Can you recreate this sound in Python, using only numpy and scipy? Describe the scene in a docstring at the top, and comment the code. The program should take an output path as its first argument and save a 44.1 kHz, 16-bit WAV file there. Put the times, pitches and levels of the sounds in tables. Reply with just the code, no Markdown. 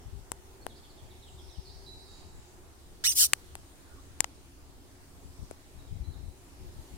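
"""Leaves hiss and a far machine drones in a quiet clearing, while a breeze nudges the microphone.
Small birds chirp, whistle and warble in the trees. The camera's plastic case slips in the hand
and clicks, right beside the left microphone port (the opening that lets sound in).
About three seconds in comes the main sound, a close double kissing squeak, as if calling a dog:
air sucked through pursed, wet lips makes them slap shut so fast that they buzz and squeal."""
import sys
import numpy as np
from scipy import signal
from scipy.fft import rfft, irfft
from scipy.io import wavfile
from scipy.ndimage import uniform_filter1d

SR = 44100
rng = np.random.default_rng(int(sys.argv[2]) if len(sys.argv) > 2 else 0)


def waveform_to_disk(signal):
    """Save audio, clipped to [-1, 1], as 16-bit WAV at the path in sys.argv[1]."""
    frames = np.transpose(np.atleast_2d(signal))
    scaled = np.clip(frames, -1, 1) * 32767
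    samples = np.round(scaled).astype(np.int16)
    wavfile.write(sys.argv[1], SR, samples)


N = 307377
TIME = np.arange(N) / SR


def gain_of(db):
    """Turns decibels into a factor to multiply by."""
    return 10 ** (np.asarray(db) / 20)


def evened(x):
    """Scales a signal to an average (rms) size of 1."""
    return x / np.sqrt(np.mean(x ** 2) + 1e-20)


def at_hz(rows, hz, column=1):
    """Looks up one column of a table at the frequencies hz, on a log scale."""
    table = np.array(rows, float)
    return np.interp(np.log(hz + 1), np.log(table[:, 0] + 1), table[:, column])


def at_time(rows, t):
    """Looks up a table's value at the times t."""
    return np.interp(t, *np.transpose(rows))


def add(mix, s, sound):
    """Mixes a stereo sound in at time s."""
    part = mix[:, round(s * SR):][:, :sound.shape[-1]]
    part += sound[..., :part.shape[1]]


def wander(n, hz):
    """A smooth random curve that wiggles up to about hz times a second."""
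    f = np.fft.rfftfreq(n, 1 / SR)
    return evened(irfft(rfft(rng.standard_normal(n)) / (1 + (f / hz) ** 4), n))


def shortest_pulse(gain):
    """The quickest pulse that has the given strength at each frequency."""
    cepstrum = irfft(np.log(np.maximum(gain, 1e-5)))
    half = len(cepstrum) // 2
    fold = np.r_[1, np.full(half - 1, 2), 1, np.zeros(half - 1)]
    return irfft(np.exp(rfft(cepstrum * fold)))


def ring(hz, width_hz):
    """A band of noise around the pitch hz: the narrower, the more like a tone."""
    turn = 2 * np.pi * np.cumsum(hz * np.ones(N)) / SR
    return evened(wander(N, width_hz / 2) * np.cos(turn) + wander(N, width_hz / 2) * np.sin(turn))


def trees(x, fade_s):
    """Echoes off trunks and leaves, different at each port, dying by 60 dB in fade_s."""
    t = np.arange(SR) / SR
    tail = rng.standard_normal((2, SR)) * gain_of(-60 * t / fade_s) * (1 - np.exp(-t / 0.029))
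    return signal.fftconvolve(x, tail / np.linalg.norm(tail[0]), axes=1)[:, :N]


def scatter(share, decay_s, size=512):
    """A pulse trailed by tiny echoes that smear it in time but keep its overall tone."""
    lag = np.arange(size) / SR
    echoes = rng.standard_normal(size) * np.exp(-lag / decay_s)
    pulse = (lag == 0) + share * echoes / np.linalg.norm(echoes)
    spectrum = rfft(np.r_[np.zeros(size // 8), pulse], 2 * size)
    colour = np.sqrt(uniform_filter1d(abs(spectrum) ** 2, size=size // 16))
    return irfft(spectrum / colour)[size // 8 - 16:][:size]


# Tone of the air and leaves, from low to high (f/Hz, relative level/dB)
AIR_COLOUR = [(15, -9), (25, 0.5), (70, -0.5), (105, -12.5), (200, -17), (350, -14), (520, -22),
              (900, -23.5), (1500, -27.5), (2400, -31), (6500, -32), (9500, -34), (11500, -37.5),
              (15500, -40)]
# How alike the air sounds at the two ports (f/Hz, likeness: 1 means the same)
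AIR_LIKENESS = [(40, 0.17), (130, 1), (300, 0.52), (640, 0.7), (1400, -0.0951), (15000, 0)]
# How much louder the left side is (f/Hz, left minus right level/dB)
LEFT_LEAN = [(60, -0.5), (300, -1.5), (2400, -1), (4400, -4), (6000, -1), (8800, 8), (12000, 0.5)]
# Stirring leaves lift the hiss (t/s, treble boost/dB)
LEAF_STIR = [(0, 3), (2.7, 2.5), (3.7, 4.5), (4.6, 2), (5.4, 4), (6.1, 1.5), (6.97, 6)]


def air(level_db=-52.77, patchy_db=1.5, size=1024):
    """The air rumbles softly under a hiss of leaves that drifts in patches."""
    hop, hz = size // 4, np.fft.rfftfreq(size, 1 / SR)
    frames = N // hop + 5
    a, b, c, d, patches = rng.standard_normal((5, len(hz), frames))
    patches = evened(uniform_filter1d(uniform_filter1d(patches, size=16, axis=0), size=20, axis=1))
    alike = at_hz(AIR_LIKENESS, hz)[:, None]
    left = a + 1j * b
    right = alike * left + np.sqrt(1 - alike ** 2) * (c + 1j * d)
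    stir_db = np.outer(hz / (hz + 700), at_time(LEAF_STIR, np.arange(frames) * hop / SR))
    lean_db = np.array([1, -1])[:, None, None] * at_hz(LEFT_LEAN, hz)[:, None] / 2
    colour = gain_of(at_hz(AIR_COLOUR, hz)[:, None] + patchy_db * patches + stir_db + lean_db)
    noise = signal.istft(np.array([left, right]) * colour, nperseg=size, noverlap=size - hop)[1]
    return gain_of(level_db) * evened(noise[:, :N])


# The machine's speed sets the pitch of its whine (t/s, f/Hz)
WHINE_PITCH = [(0, 391), (.6, 383), (1.05, 367.2), (1.9, 379.8), (2.7, 358.1), (6.97, 360)]
# How hard it works sets the loudness of the whine (t/s, level/dB)
WHINE_LEVEL = [(0, -63), (1.9, -62.5), (3.7, -70.5), (5.7, -69.5), (6.97, -64)]


def machine(throb_db=-62, full_load_db=-63):
    """A far engine: throbbing exhaust, hum, a wavering whine and a dull roar that grows with effort."""
    whine_db = at_time(WHINE_LEVEL, TIME)
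    hum_db = np.interp(TIME, [3.2, 4.08], [-76, -66.5])  # the hum swells and stays
    roar_db = -66.5 + 1.6 * (whine_db - full_load_db)
    whine = gain_of(whine_db) * ring(at_time(WHINE_PITCH, TIME), width_hz=56)
    hum = gain_of(hum_db) * ring(277, width_hz=25.5)
    throb = gain_of(throb_db) * ring(74, width_hz=9.9)
    roar = gain_of(roar_db) * np.array([ring(790, width_hz=330) for port in range(2)])
    return whine + hum + throb + roar


# Tone of wind on the microphone, mostly bass (f/Hz, relative level/dB)
WIND_COLOUR = [(15, -13), (35, -1.5), (70, 1.5), (130, -6.5), (200, -17), (350, -29.5), (800, -59),
               (2000, -100)]
# Puffs of wind at the left port (start t/s, length/s, level/dB)
WIND_GUSTS = [(0.033, 0.21, -44.5), (1.011, 0.073, -45.5), (1.312, .22, -48.5), (1.565, 0.052, -32.5),
              (1.645, 0.314, -50), (2.209, .09, -46.5), (2.343, 0.092, -42), (4.08, .1, -50),
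              (4.661, .09, -48), (5.21, 0.13, -46), (5.384, 0.082, -31.5), (5.73, .11, -41),
              (5.861, 0.47, -38), (6.59, 0.12, -40), (6.737, 0.1, -39.5), (6.9, 0.072, -36)]


def breeze(calm_db=-63, swell_s=0.043, lumpy_db=3.0, right_db=-14):
    """Swirls of air push on each port separately, mostly on the left, which faces the wind."""
    strength = np.full(N, gain_of(calm_db))
    for s, length, db in WIND_GUSTS:  # each gust swells, holds and dies away
        inside_s = np.minimum(TIME - s, s + length - TIME)
        strength += gain_of(db) * np.clip(inside_s / min(swell_s, length / 2), 0, 1)
    colour = gain_of(at_hz(WIND_COLOUR, np.fft.rfftfreq(N, 1 / SR)))
    swirls = evened(irfft(rfft(rng.standard_normal((2, N))) * colour, N))
    lumps = evened(gain_of(lumpy_db * wander(N, hz=21)))
    return swirls * lumps * strength * gain_of([[0], [right_db]])


def bird_note(length, first_hz, db, fall, waver):
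    """A pure tone that slides down and wobbles; fall and waver are shares of its pitch."""
    t = np.arange(0, length, 1 / SR)
    hz = first_hz * (1 - fall * t / length + waver * wander(SR, hz=201)[:len(t)])
    tone = np.sqrt(2) * np.sin(2 * np.pi * np.cumsum(hz) / SR) * signal.windows.tukey(len(t), .4)
    lean_db = at_hz(LEFT_LEAN, first_hz) - 1.2
    return tone * gain_of(db + np.array([[1], [-1]]) * lean_db / 2)


# Short falling chirps (t/s, starting f/Hz, relative level/dB)
BIRD_CHIRPS = [(0.694, 4020, -58), (0.833, 3830, -60), (.893, 4940, -59.5), (0.973, 3910, -60.5),
               (1.1, 4200, -59), (1.219, 4310, -55.5), (1.245, 3770, -63), (1.272, 3410, -59),
               (1.378, 3900, -56.5), (1.49, 4300, -56.5), (1.543, 3500, -62.5), (5.878, 3750, -67),
               (6.123, 4450, -60.5)]
# Nearly steady whistles (t/s, length/s, starting f/Hz, relative level/dB)
BIRD_WHISTLES = [(0.611, .026, 4370, -60), (1.857, 0.052, 3990, -48), (1.945, 0.02, 4040, -60),
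                 (2.06, .085, 3844, -58.5), (5.784, 0.024, 3890, -62), (6.035, 0.041, 4080, -58.5)]
# Fast, blurred warbles (t/s, length/s, starting f/Hz, relative level/dB)
BIRD_WARBLES = [(0.749, 0.037, 4650, -60), (1.246, .12, 7550, -65.5), (1.36, .3, 5270, -63),
                (1.639, 0.078, 4510, -55.5), (1.663, 0.26, 4960, -62.5), (1.92, .33, 4700, -62.5),
                (2.076, .14, 7220, -65), (2.24, 0.31, 7200, -68.5), (3.891, 0.054, 1380, -62.5),
                (3.952, 0.046, 1215, -62)]


def birds(direct_db=-6, branches_db=-4.0, wood_db=-3.5):
    """Small birds sing, blurred by echoes from near branches and the wood behind."""
    song = np.zeros((2, N))
    for s, hz, db in BIRD_CHIRPS:
        add(song, s, bird_note(0.0244, hz, db, fall=0.229, waver=0.008))
    for s, length, hz, db in BIRD_WHISTLES:
        add(song, s, bird_note(length, hz, db, fall=0.0078, waver=0.014))
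    for s, length, hz, db in BIRD_WARBLES:
        add(song, s, bird_note(length, hz, db, fall=0.03, waver=0.075))
    branches = gain_of(branches_db) * trees(song, fade_s=0.059)
    wood = gain_of(wood_db) * trees(song, fade_s=1.0)
    return gain_of(direct_db) * song + branches + wood


# How widely each ring of the case spreads in pitch (thud width/Hz, knock width/Hz, snap width/Hz)
RING_WIDTHS = [525, 2160, 3030]
# How a click changes on its way through the case to the right port (f/Hz, level change/dB)
THROUGH_CASE = [(200, 3.5), (1000, -6.5), (2200, 5), (4500, 17.5), (8000, -12), (15000, -19)]
# Clicks of the case, with relative levels (t/s, push level/dB, thud f/Hz, thud level/dB,
# knock level/dB, snap f/Hz, snap level/dB, level change at the right port/dB)
CASE_CLICKS = [(0.3186, 6.5, 960, 5, -1, 8100, 4, -20), (0.6665, 5, 725, 9, -6.5, 9700, -6, -21),
               (3.3344, 3.5, 1140, 14, 17, 8200, 18.5, -7.5),
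               (3.5540, -11, 720, -1.5, -8.5, 8600, -6, -8.5),
               (4.2055, 8.5, 770, 10.5, 12.5, 7280, 18, -18.5), (4.2436, -7, 900, 8.5, 6.5, 6400, 2, -16.5),
               (5.5116, 4, 700, -2.5, -22, 8300, -13.5, -38)]


def clicks(knock_hz=2030, rattle=0.95, rattle_s=0.001, echo_db=-35, size=2048):
    """Each slip of the plastic rattles and rings for an instant: low thud, middle knock, high snap."""
    out, hz = np.zeros((2, N)), np.fft.rfftfreq(size, 1 / SR) + 1
    for s, push_db, thud_hz, thud_db, knock_db, snap_hz, snap_db, right_db in CASE_CLICKS:
        power = gain_of(push_db) ** 2 / (1 + (hz / 450) ** 4)  # the low push of the finger
        rings = zip((thud_hz, knock_hz, snap_hz), RING_WIDTHS, (thud_db, knock_db, snap_db))
        for (f, width, db), steepness in zip(rings, (1.3, 3, 1.7)):
            off_pitch = (hz ** 2 - f ** 2) / (hz * width)
            power += gain_of(db) ** 2 / (1 + off_pitch ** 2) ** steepness
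        left = np.sqrt(power)
        right = left * gain_of(right_db + at_hz(THROUGH_CASE, hz))
        pulses = [shortest_pulse(side)[:size // 4] for side in (left, right)]
        add(out, s - .0005, np.array([np.convolve(scatter(rattle, rattle_s), p) for p in pulses]))
    return out + gain_of(echo_db) * trees(out, fade_s=0.01)


# The two kisses (start t/s, length/s, level/dB, share of the length at which the sucking peaks)
KISS_PULLS = [(3.038, 0.11, -21.5, 0.29), (3.144, 0.13, -17.5, 0.564)]
# Base rate of the lips' flutter: a climb to a held squeal, then a lower rise and fall (t/s, f/Hz)
LIP_FLUTTER = [(3.04, 1651), (3.06, 2247), (3.078, 3060), (3.097, 2930), (3.115, 3220), (3.133, 799),
               (3.15, 597.6), (3.17, 996), (3.21, 1715), (3.245, 1340), (3.275, 900)]


def lips(squeal_hz=2650, neutral_hz=2500, smack_db=-9.5, smack_s=0.017):
    """Suction rises and falls once per kiss, setting level and roughness; slow flutter is brighter."""
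    t = np.arange(KISS_PULLS[0][0], KISS_PULLS[-1][0] + KISS_PULLS[-1][1], 1 / SR)
    hz = at_time(LIP_FLUTTER, t)
    suction, level = np.zeros((2, len(t)))
    for s, length, db, peak in KISS_PULLS:
        progress = np.clip((t - s) / length, 0, 1)
        arch = np.sin(np.pi * progress ** (np.log(.5) / np.log(peak)))
        suction += arch
        level += gain_of(db) * arch
    locked = np.clip((hz - squeal_hz) / 201, 0, 1)  # fast flutter locks into a cleaner squeal
    rough = (1 - locked) * (0.37 + 0.094 * suction) + locked * 0.17
    smack = smack_db * np.exp((t[0] - t) / smack_s)  # the lips part with a dull smack
    tilt_db = 2.8 * np.log2(neutral_hz / hz) + smack  # treble boost per octave
    return t, hz, level, rough, tilt_db


def lip_slaps(hz, rough, jitter=.22, uneven=0.51, hiss=0.31):
    """Two patches of lip slap shut over a hiss; the slower one grows when the seal is rough."""
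    samples = np.arange(len(hz))
    buzz = hiss * np.sqrt(rough) * rng.standard_normal(len(hz))
    for ratio, share in ((0.97, 0.85), (0.62, 0.83 * rough)):
        turns = np.cumsum(ratio * hz * (1 + jitter * rough * wander(len(hz), hz=1390))) / SR
        slaps = np.interp(np.arange(1, int(turns[-1])), turns, samples)  # one slap per turn
        chance = np.clip(rng.standard_normal(len(slaps)), -1.5, 1.5)
        force = np.exp(uneven * rough[slaps.astype(int)] * chance)
        pulses = force @ np.sinc(samples - slaps[:, None])
        buzz += share * pulses / np.sqrt(ratio * hz / SR)
    return buzz


# Tone of the squeak at each port (f/Hz, relative left level/dB, relative right level/dB)
SQUEAK_COLOUR = [(400, -64, -67), (900, -29, -29), (1400, -18, -21), (2105, -11.5, -15), (3180, -17, -3),
                 (4200, -8, -2.5), (5570, -7.5, 3.5), (6850, -3, -2.5), (7550, -.5, -13.5), (9700, -1, -2),
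                 (11800, -5, -12), (13900, -4, -12), (15300, -12, -8), (15900, -10, -25)]


def kiss(smear=1.4, smear_s=0.0015, paths=9, left_lag_samples=6, size=512):
    """Wet lips slap shut hundreds to thousands of times a second: buzz, squeal and rasp."""
    t, hz, level, rough, tilt_db = lips()
    f, frame_s, spectra = signal.stft(lip_slaps(hz, rough), SR, nperseg=size // 4)
    octaves = np.log2(np.maximum(f, 1000) / 6000)
    spectra *= gain_of(np.outer(octaves, np.interp(frame_s + t[0], t, tilt_db)))
    buzz = signal.istft(spectra, SR, nperseg=size // 4)[1][:len(t)]
    # hand and camera scatter the slaps along paths that drift as the lips move
    drift = np.linspace(0, paths - 1, len(t))
    fades = np.maximum(1 - abs(drift - np.arange(paths)[:, None]), 0)
    ports = np.zeros((2, len(t)))
    for port in range(2):
        smeared = sum(np.convolve(buzz * fade, scatter(smear, smear_s)) for fade in fades)
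        colour = gain_of(at_hz(SQUEAK_COLOUR, np.fft.rfftfreq(size, 1 / SR), column=port + 1))
        ports[port] = np.convolve(smeared, shortest_pulse(colour))[:len(t)]
    ports[0] = np.roll(ports[0], left_lag_samples)
    ports /= np.sqrt(uniform_filter1d((ports ** 2).mean(0), size=400) + 1e-12)  # even out the loudness
    out = np.zeros((2, N))
    add(out, t[0], ports * level)
    return out + gain_of(-27) * trees(out, fade_s=.19) + gain_of(-36.5) * trees(out, fade_s=0.82)


def scene():
    """All the sounds together at the left and right ports."""
    return air() + machine() + breeze() + birds() + kiss() + clicks()


def record(dry):
    """The loudest clicks overload the input; then the highest treble is cut away."""
    low_pass = signal.firwin(511, cutoff=15900, window=("kaiser", 9), fs=SR)
    return signal.oaconvolve(np.clip(dry, -1, 1), low_pass[None], "same")


dry = scene()
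out = record(dry)
waveform_to_disk(out)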